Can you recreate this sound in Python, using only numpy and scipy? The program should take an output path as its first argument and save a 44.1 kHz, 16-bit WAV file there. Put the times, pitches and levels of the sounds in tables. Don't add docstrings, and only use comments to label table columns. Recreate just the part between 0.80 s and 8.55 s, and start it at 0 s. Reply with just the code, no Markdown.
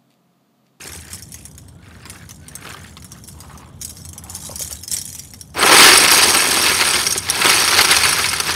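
import sys
import numpy as np
from scipy import signal
from scipy.fft import rfft, irfft
from scipy.io import wavfile
from scipy.ndimage import uniform_filter1d

SR = 44100
rng = np.random.default_rng(int(sys.argv[2]) if len(sys.argv) > 2 else 0)


def to_wav(s):
    ch = np.atleast_2d(s).T
    pcm = np.round(np.clip(ch, -1, 1) * 32767)
    wavfile.write(sys.argv[1], SR, pcm.astype(np.int16))


N = 341775
TIME = np.arange(N) / SR
RING_TIME = TIME[:2048]
SCENE_CHANGE_S = 4.743

# t/s, peak/dB, 20 dB fade/s (negative: silent)
SPILLS = [(0.029, -35.5, 0.5), (0.32, -40, 0.3), (0.54, -44.5, 0.44), (0.7, -54, 0.2), (1.29, -43, 0.24),
          (1.51, -47.5, 0.23), (1.83, -47, 1.1), (2.245, -46, -0.06), (2.33, -50, 0.5), (2.47, -49, 0.64),
          (3.03, -36, 0.4), (3.51, -36, 1.3), (3.66, -28.5, 0.06), (3.81, -26.5, 0.2), (4.125, -23, 0.16),
          (4.28, -34, 0.32), (5.31, -13, 0.58), (6.4, -14, -0.15), (6.75, -15, -0.3)]
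# t/s, plastic ring/dB, hollow body/dB, brick's note/Hz
LANDINGS = [(0.132, -22, -31.5, 7800), (0.16, -25, -38, 9300), (0.3315, -16.5, -35, 8100),
            (0.346, -19, -34, 9840), (0.423, -22.5, -56, 5500), (0.5203, -21, -46, 9340),
            (0.5426, -19.5, -35, 6470), (0.6534, -20, -40, 9360), (0.7793, -25, -38.5, 12200),
            (0.884, -33.5, -44, 8500), (1.255, -39, -26.5, 4660), (1.2974, -19, -34, 9750),
            (1.491, -24, -37, 9730), (1.509, -22.5, -32, 6200), (1.6824, -21.5, -36, 9000),
            (1.753, -15.5, -38, 8130), (2.169, -56, -26, 5300), (2.2228, -29, -37.5, 3980),
            (2.2448, -24, -36, 10150), (2.319, -23, -42, 5640), (2.4384, -26, -56, 5570),
            (2.4774, -25, -53, 7790), (2.4862, -22.5, -37.5, 9000), (2.604, -23, -36, 4800),
            (2.7756, -28.5, -45, 6150), (3.0143, -18, -37, 5770), (3.0218, -16.5, -52, 6640),
            (3.0485, -12.5, -45, 8100), (3.095, -21, -44, 10100), (3.1692, -25, -42, 5300),
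            (3.251, -22, -37.5, 8000), (3.289, -21, -70, 10300), (3.3312, -23.5, -40, 6500),
            (3.379, -17.5, -52, 5900), (3.438, -21, -50, 10500), (3.4977, -17, -50, 9900),
            (3.5502, -12, -52, 9700), (3.5685, -24, -37, 11200), (3.7573, -15, -46, 9850),
            (3.7936, -14, -35, 12100), (3.8186, -12.5, -37, 6400), (3.91, -18, -32, 10600),
            (3.927, -14.5, -49, 5660), (4.035, -17.5, -38, 5200), (4.0783, -14.5, -43, 5200),
            (4.1147, -9, -36, 5530), (4.134, -8.5, -41, 8160), (4.1666, -9.5, -32, 5570),
            (4.215, -14, -55, 5600), (4.254, -15.5, -46, 10050), (4.3493, -18, -37, 5950),
            (4.3939, -16, -46, 5700), (4.5362, -23, -36, 5500), (4.6109, -18, -44, 5700),
            (4.743, -33.5, -44, 5600), (4.8273, -8, -4.5, 4400), (4.862, -13, -6, 9420),
            (5.1751, 0, -26, 8900), (5.707, -11, -24, 11700), (6.2659, -8.5, -17, 5560),
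            (6.306, -11, -30, 5640), (6.324, -7.5, -26, 6400), (6.3777, -7, -48, 8200),
            (6.488, -25.5, -16, 6400), (6.4995, -3, -20.5, 5700), (6.6171, -30, -12, 5100),
            (6.6944, -7.5, -8.5, 5610), (6.8785, -10, -13, 5510), (7.011, -4.5, -11, 4220),
            (7.047, -10, -7, 4970), (7.111, -3.5, -15, 10200), (7.1659, -6, -10.5, 4230),
            (7.2344, -8.5, -12, 4460), (7.2514, -27, -9.5, 5030), (7.2903, -8, -18, 9550),
            (7.3281, -11, -14, 9250), (7.443, -28, -10, 5750), (7.4567, -11, -18, 4260),
            (7.488, -11, -25, 9900), (7.5316, -14.5, -13.5, 8300), (7.6, -10, -12.5, 4640)]
# f/Hz, level/dB
BOX_SPECTRUM = [(150, -27.5), (400, 4.5), (680, -11.5), (900, -6.5), (1500, -7.5), (2500, -2.5),
                (3100, 1.5), (4000, 0.5), (5200, 1), (7000, 0), (10000, -1), (15000, -7.5)]


def from_db(db):
    return 10 ** (np.asarray(db) / 20)


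def unit_rms(x):
    return x / np.sqrt(np.mean(x ** 2) + 1e-20)


def local_rms(x, window_s):
    return np.sqrt(np.maximum(uniform_filter1d(x ** 2, max(int(window_s * SR), 2)), 0) + 1e-12)


def add(out, at_s, sound):
    at = max(int(at_s * SR), 0)
    out[at:at + len(sound)] += sound[:N - at]


def between(rows, from_s, to_s):
    return [row for row in rows if from_s <= row[0] < to_s]


def colour(x, spectrum, modes=()):
    hz = np.linspace(0, SR / 2, len(RING_TIME) * 2 + 1)
    points_hz, level_db = np.transpose(spectrum)
    shape_db = np.interp(np.log(hz + 1), np.log(points_hz), level_db)
    for centre_hz, width_hz, lift_db in modes:
        shape_db += lift_db / (1 + (2 * (hz - centre_hz) / width_hz) ** 2)
    cepstrum = irfft(np.log(from_db(shape_db)))
    cepstrum[1:len(hz) - 1] *= 2
    cepstrum[len(hz):] = 0
    return signal.oaconvolve(x, irfft(np.exp(rfft(cepstrum))))[:len(x)]


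def ring(hz, level_db, t60_s):
    hz, level_db, t60_s = [np.reshape(v, (-1, 1)) for v in (hz, level_db, t60_s)]
    sign = rng.choice([-1, 1], hz.shape)
    decay = from_db(level_db - 60 * RING_TIME / t60_s)
    return np.sum(sign * decay * np.sin(2 * np.pi * hz * RING_TIME), axis=0)


def snap(t60_s):
    return rng.standard_normal(len(RING_TIME)) * from_db(-60 * RING_TIME / t60_s)


def stream(contact, per_s, spread_db, even_s, count):
    out = np.zeros(N)
    pieces = [contact() for _ in range(count)]
    hits = np.flatnonzero(rng.random(N) < per_s / SR)
    sizes = from_db(spread_db * np.minimum(rng.exponential(1, N), 4)) * rng.choice([-1, 1], N)
    struck = rng.integers(0, count, N)
    for at in hits:
        out[at:at + len(RING_TIME)] += sizes[at] * pieces[struck[at]][:N - at]
    return out / np.sqrt(uniform_filter1d(local_rms(out, even_s) ** 2, int(even_s * SR)))


def surge(peak_s, peak_db, rise_s, fade_s):
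    away = np.linspace(0, 4, num=41)
    power = from_db(peak_db - 20 * away ** 1.21) ** 2
    times_s = np.r_[peak_s - rise_s * away[::-1], peak_s + fade_s * away[1:]]
    return np.interp(TIME, times_s, np.r_[power[::-1], power[1:]], left=0, right=0)


def rumble():
    # f/Hz, level/dB
    spectrum = [(30, -31), (43, -35), (55, -13), (80, 2), (115, -5.5), (165, -6), (240, -12.5), (400, -24),
                (750, -26.5), (1200, -34), (2500, -52), (3300, -35), (4500, -52), (15000, -84)]
    # t/s, level/dB
    levels = [(0, -42), (2.5, -40), (3.0, -38.5), (3.7, -39.5), (4.7, -42.5), (4.8, -39.5), (7.75, -35.5)]
    gain = from_db(np.interp(TIME, *np.transpose(levels)))
    return gain * unit_rms(colour(rng.standard_normal(N), spectrum))


def tap(t60_cycles=47.0):
    hz = np.exp(rng.uniform(np.log(750), np.log(5500), size=7))
    contact = from_db(3) * snap(t60_s=0.008)
    return unit_rms(ring(hz, rng.normal(0, 2.8, size=7), t60_cycles / hz) + contact)


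def thuds():
    # f/Hz, level/dB
    spectrum = [(60, -29.5), (160, -10.5), (240, -6), (370, 0.5), (500, -6), (680, -6), (820, -5.5),
                (1350, -7), (2000, -21), (4000, -27)]
    impacts = stream(lambda: snap(t60_s=0.0035), per_s=700, spread_db=2.0, even_s=0.096, count=96)
    return unit_rms(colour(impacts, spectrum))


def slide_motion(shift_db=-64, shift_hz=1390):
    # middle/s, length/s, peak/dB, rasp centre/Hz
    slides = [(0.04, 0.34, -39, 1770), (0.308, 0.2, -43, 1730), (0.594, 0.16, -53.5, 2210),
              (1.13, 0.22, -47, 1520), (1.33, 0.25, -43, 1550), (1.714, 0.14, -46.5, 1750),
              (1.904, 0.2, -34.5, 1390), (2.044, 0.16, -44, 1600), (2.35, 0.12, -48.5, 1330),
              (2.733, 0.32, -44, 950), (3.15, 0.27, -58, 1240), (3.492, 0.28, -45, 810),
              (3.71, 0.19, -44, 870), (3.9, 0.18, -47, 1570), (4.158, 0.1, -43, 2020),
              (4.387, 0.33, -55, 2200)]
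    power = from_db(shift_db) ** 2
    weighted_hz = power * shift_hz
    for middle_s, length_s, db, hz in slides:
        bell = from_db(db) ** 2 * np.exp(-2 * np.minimum((2 * (TIME - middle_s) / length_s) ** 2, 20))
        power += bell
        weighted_hz += bell * hz
    return np.sqrt(power), weighted_hz / power


def rasp(centre_hz, width_octaves=0.38, skirt_db_per_octave=5.0):
    grains = stream(tap, per_s=2600, spread_db=7.5, even_s=0.13, count=128)
    skirt = from_db(skirt_db_per_octave * np.log2(centre_hz / np.median(centre_hz)))
    edges_hz = np.geomspace(560, 5600, num=11)
    out, power = 0, 0
    for low_hz, high_hz in zip(edges_hz, edges_hz[1:]):
        band = signal.sosfilt(signal.butter(2, [low_hz, high_hz], "band", fs=SR, output="sos"), grains)
        away = np.log2(np.sqrt(low_hz * high_hz) / centre_hz) / width_octaves
        gain = np.exp(-away ** 2) + skirt * (1 + np.tanh(away)) / 2
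        out = band * gain - out
        power += gain ** 2 * np.var(band)
    return from_db(-3) * out / np.sqrt(power) + from_db(-6.5) * thuds()


def spill_power(rows):
    return sum(surge(at_s, db, rise_s=0.036, fade_s=fade_s) for at_s, db, fade_s in rows if fade_s > 0)


def brick(note_hz=None, detune=0.014, spread_db=2.0, rise_s=0.00035):
    # f/Hz, level/dB, t60/s
    modes = [(3200, 1.5, 0.015), (5594, -7.5, 0.041), (6530, -1.5, 0.02), (8210, -3.5, 0.027),
             (9500, 0.5, 0.012), (10110, 1.5, 0.016), (13100, 0, 0.024)]
    hz, level_db, t60_s = np.transpose(modes)
    hz = hz * (1 + detune * rng.standard_normal(len(hz)))
    click = ring(hz, level_db + spread_db * rng.standard_normal(len(hz)), t60_s)
    own_hz = rng.uniform(3280, 14900, size=6)
    click += ring(own_hz, level_db=rng.normal(0, 4.7, size=6), t60_s=0.033)
    click += from_db(9) * snap(t60_s=0.009)
    if note_hz:
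        click += ring(note_hz, level_db=13.0, t60_s=0.013)
    return unit_rms(click * (1 - np.exp(-RING_TIME / rise_s)))


def ping():
    return unit_rms(ring(hz=rng.uniform(8000, 14500), level_db=0, t60_s=0.025))


def clatter(per_s, spread_db, even_s, pings_db):
    pings = stream(ping, per_s=70, spread_db=4.5, even_s=0.25, count=128)
    return stream(brick, per_s, spread_db, even_s, count=192) + from_db(pings_db) * pings


def knocks():
    # t/s, relative level/dB, f/Hz
    hits = [(0.056, -41.5, 394), (0.155, -44, 396), (3.695, -35.5, 570), (3.723, -43, 550),
            (3.807, -38, 567), (3.915, -44.5, 560), (6.36, -28.5, 387)]
    out = np.zeros(N)
    for at_s, db, panel_hz in hits:
        note = ring(hz=[panel_hz, 860], level_db=[0, -9], t60_s=[0.035, 0.025])
        add(out, at_s, from_db(db + 12) * note)
    return out


def edge_tick():
    return signal.sosfilt(signal.butter(2, 11000, "high", fs=SR, output="sos"), snap(t60_s=0.0065))


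def bounces(contact, bounce_s, loss_db, count=4):
    out = np.zeros(len(RING_TIME) * 3)
    gaps_s = bounce_s * rng.uniform(0.37, 1.7, count)
    for k, at_s in enumerate(np.cumsum(gaps_s) - gaps_s[0]):
        add(out, min(at_s, len(RING_TIME) / SR), contact() * from_db(-loss_db * k))
    return out / local_rms(out, window_s=0.0017).max()


def clacks(rows, ring_db, body_db, tick_db, bounce_s, loss_db):
    rings, bodies = np.zeros(N), np.zeros(N)
    for at_s, plastic_db, hollow_db, note_hz in rows:
        add(rings, at_s, from_db(plastic_db + tick_db) * edge_tick())
        clicks = bounces(lambda: brick(note_hz), bounce_s, loss_db)
        add(rings, at_s, from_db(plastic_db + ring_db) * clicks)
        add(bodies, at_s, from_db(hollow_db + body_db) * bounces(tap, bounce_s, loss_db))
    return rings, bodies


def last_bricks(rattle_db=-9, rattle_db_per_octave=4):
    # f/Hz, level/dB
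    far_spectrum = [(300, -21), (1200, -23), (2100, -10.5), (2800, -17.5), (4300, -13.5), (5600, -8),
                    (7400, -7.5), (10000, -9), (11500, -13), (15500, -21.5)]
    on = TIME < SCENE_CHANGE_S
    slide, centre_hz = slide_motion()
    jostle = slide * from_db(rattle_db + rattle_db_per_octave * np.log2(centre_hz / np.median(centre_hz)))
    rattle = on * from_db(10) * np.sqrt(spill_power(between(SPILLS, 0, SCENE_CHANGE_S)) + jostle ** 2)
    rings, bodies = clacks(between(LANDINGS, 0, SCENE_CHANGE_S),
                           ring_db=1.5, body_db=0.5, tick_db=12.0, bounce_s=0.0035, loss_db=4.0)
    trickle = rattle * clatter(per_s=420, spread_db=4.0, even_s=0.074, pings_db=-17.0)
    box = colour(bodies, BOX_SPECTRUM, modes=[(2010, 180, 7.2)])
    return colour(rings + trickle, far_spectrum) + box + on * slide * rasp(centre_hz) + knocks()


def whistles():
    # t/s, length/s, start f/Hz, end f/Hz, level/dB
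    glides = [(0.923, 0.132, 1290, 1560, -57), (1.57, 0.12, 1400, 1620, -54.5)]
    out = np.zeros(N)
    for at_s, length_s, from_hz, to_hz, db in glides:
        hz = np.linspace(from_hz, to_hz, int(length_s * SR))
        tone = np.sin(2 * np.pi * np.cumsum(hz) / SR)
        add(out, at_s, from_db(db) * signal.windows.hann(len(hz)) * tone)
    return out


def pour_flow():
    # t/s, level/dB
    levels = [(4.743, -39), (4.77, -21), (4.84, -13.5), (4.9, -8), (5.07, -8), (5.15, -13), (5.401, -13.5),
              (5.6, -16.5), (5.9, -16), (5.975, -22), (6.15, -18.5), (6.29, -25), (6.4, -39.5), (6.49, -26),
              (6.69, -13.5), (6.86, -19.5), (7.28, -19), (7.5, -27.5), (7.75, -24)]
    # t/s, peak/dB
    shakes = [(4.925, -8.5), (5.01, -9), (5.325, -15), (5.555, -16.5), (6.018, -14.5), (6.08, -19),
              (6.145, -19), (6.36, -25), (6.66, -13.5), (6.935, -15.5), (6.997, -12), (7.114, -13.5),
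              (7.25, -23.5), (7.395, -18), (7.697, -17.5)]
    poured = from_db(np.interp(TIME, *np.transpose(levels)))
    shaken_power = sum(surge(at_s, db, rise_s=0.041, fade_s=0.038) for at_s, db in shakes)
    return np.sqrt(poured ** 2 + shaken_power)


def drumming(flow, clumps_per_s=16, clump_db=1.7):
    taps = stream(tap, per_s=1800, spread_db=3.0, even_s=0.17, count=256)
    swells_db = rng.normal(0.02, clump_db, size=400)
    clumps = from_db(np.interp(TIME * clumps_per_s, np.arange(len(swells_db)), swells_db))
    return flow * taps * clumps


def loosening(drum, tumble_s=0.28, dull_hz=2300):
    dull = signal.sosfilt(signal.butter(1, dull_hz, fs=SR, output="sos"), drum)
    loose = np.clip((TIME - SCENE_CHANGE_S) / tumble_s, 0, 1) ** 2
    return dull + loose * (drum - dull)


def pile_response(flow, fall_s=0.004, settle_s=0.048, even_pour_db=-17):
    pole = np.exp(-1 / (settle_s * SR))
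    settling = signal.lfilter([1 - pole], [1, -pole], flow / from_db(even_pour_db))
    return np.interp(TIME - fall_s, TIME, settling) ** 0.87


def full_box(clatter_db=-17.5, thud_db=-9.0, lighten_db_per_s=0.8):
    # f/Hz, width/Hz, lift/dB
    box_modes = [(867, 44, -6), (1028, 74, 3), (1328, 120, 6), (1658, 450, 7), (2195, 330, 6.5),
                 (2560, 270, 4.5), (4530, 700, 5.5)]
    # f/Hz, level/dB
    near_spectrum = [(500, -83), (3000, -8.5), (5500, 2.5), (6500, -1), (7500, -10), (8200, 0), (9600, 0),
                     (11000, -7.5), (13000, -11.5), (15500, -26)]
    on = TIME >= SCENE_CHANGE_S
    flow = on * pour_flow()
    pile_power = (from_db(clatter_db) * pile_response(flow)) ** 2
    rattle = np.sqrt(pile_power + spill_power(between(SPILLS, SCENE_CHANGE_S, np.inf)))
    rings, bodies = clacks(between(LANDINGS, SCENE_CHANGE_S, np.inf),
                           ring_db=-3.0, body_db=0.0, tick_db=8.0, bounce_s=0.0023, loss_db=1.5)
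    box = colour(loosening(drumming(flow) + bodies), BOX_SPECTRUM, box_modes)
    pile = rattle * clatter(per_s=600, spread_db=1.0, even_s=0.27, pings_db=-6.0)
    load = from_db(thud_db - lighten_db_per_s * (TIME - SCENE_CHANGE_S))
    slump_power = on * surge(peak_s=4.81, peak_db=-22, rise_s=0.076, fade_s=0.78)
    weight = np.sqrt((load * flow) ** 2 + slump_power) * thuds()
    return box + colour(pile + rings, near_spectrum) + weight


def outdoors(x, t60_s, wet_db, rise_s=0.01):
    t = TIME[:SR // 2]
    tail = rng.standard_normal(len(t)) * from_db(-60 * t / t60_s) * (1 - np.exp(-t / rise_s))
    return x + from_db(wet_db) * signal.oaconvolve(x, tail / np.linalg.norm(tail))[:N]


def scene():
    far = last_bricks() + whistles()
    near = full_box()
    mix = rumble() + outdoors(far, t60_s=0.11, wet_db=-13.0) + outdoors(near, t60_s=0.9, wet_db=-19.0)
    return mix[None]


def record(dry):
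    lowpass = signal.ellip(12, 0.1, 80, 15700, fs=SR, output="sos")
    return signal.sosfilt(lowpass, np.clip(dry, -1, 1))


dry = scene()
out = record(dry)
to_wav(out)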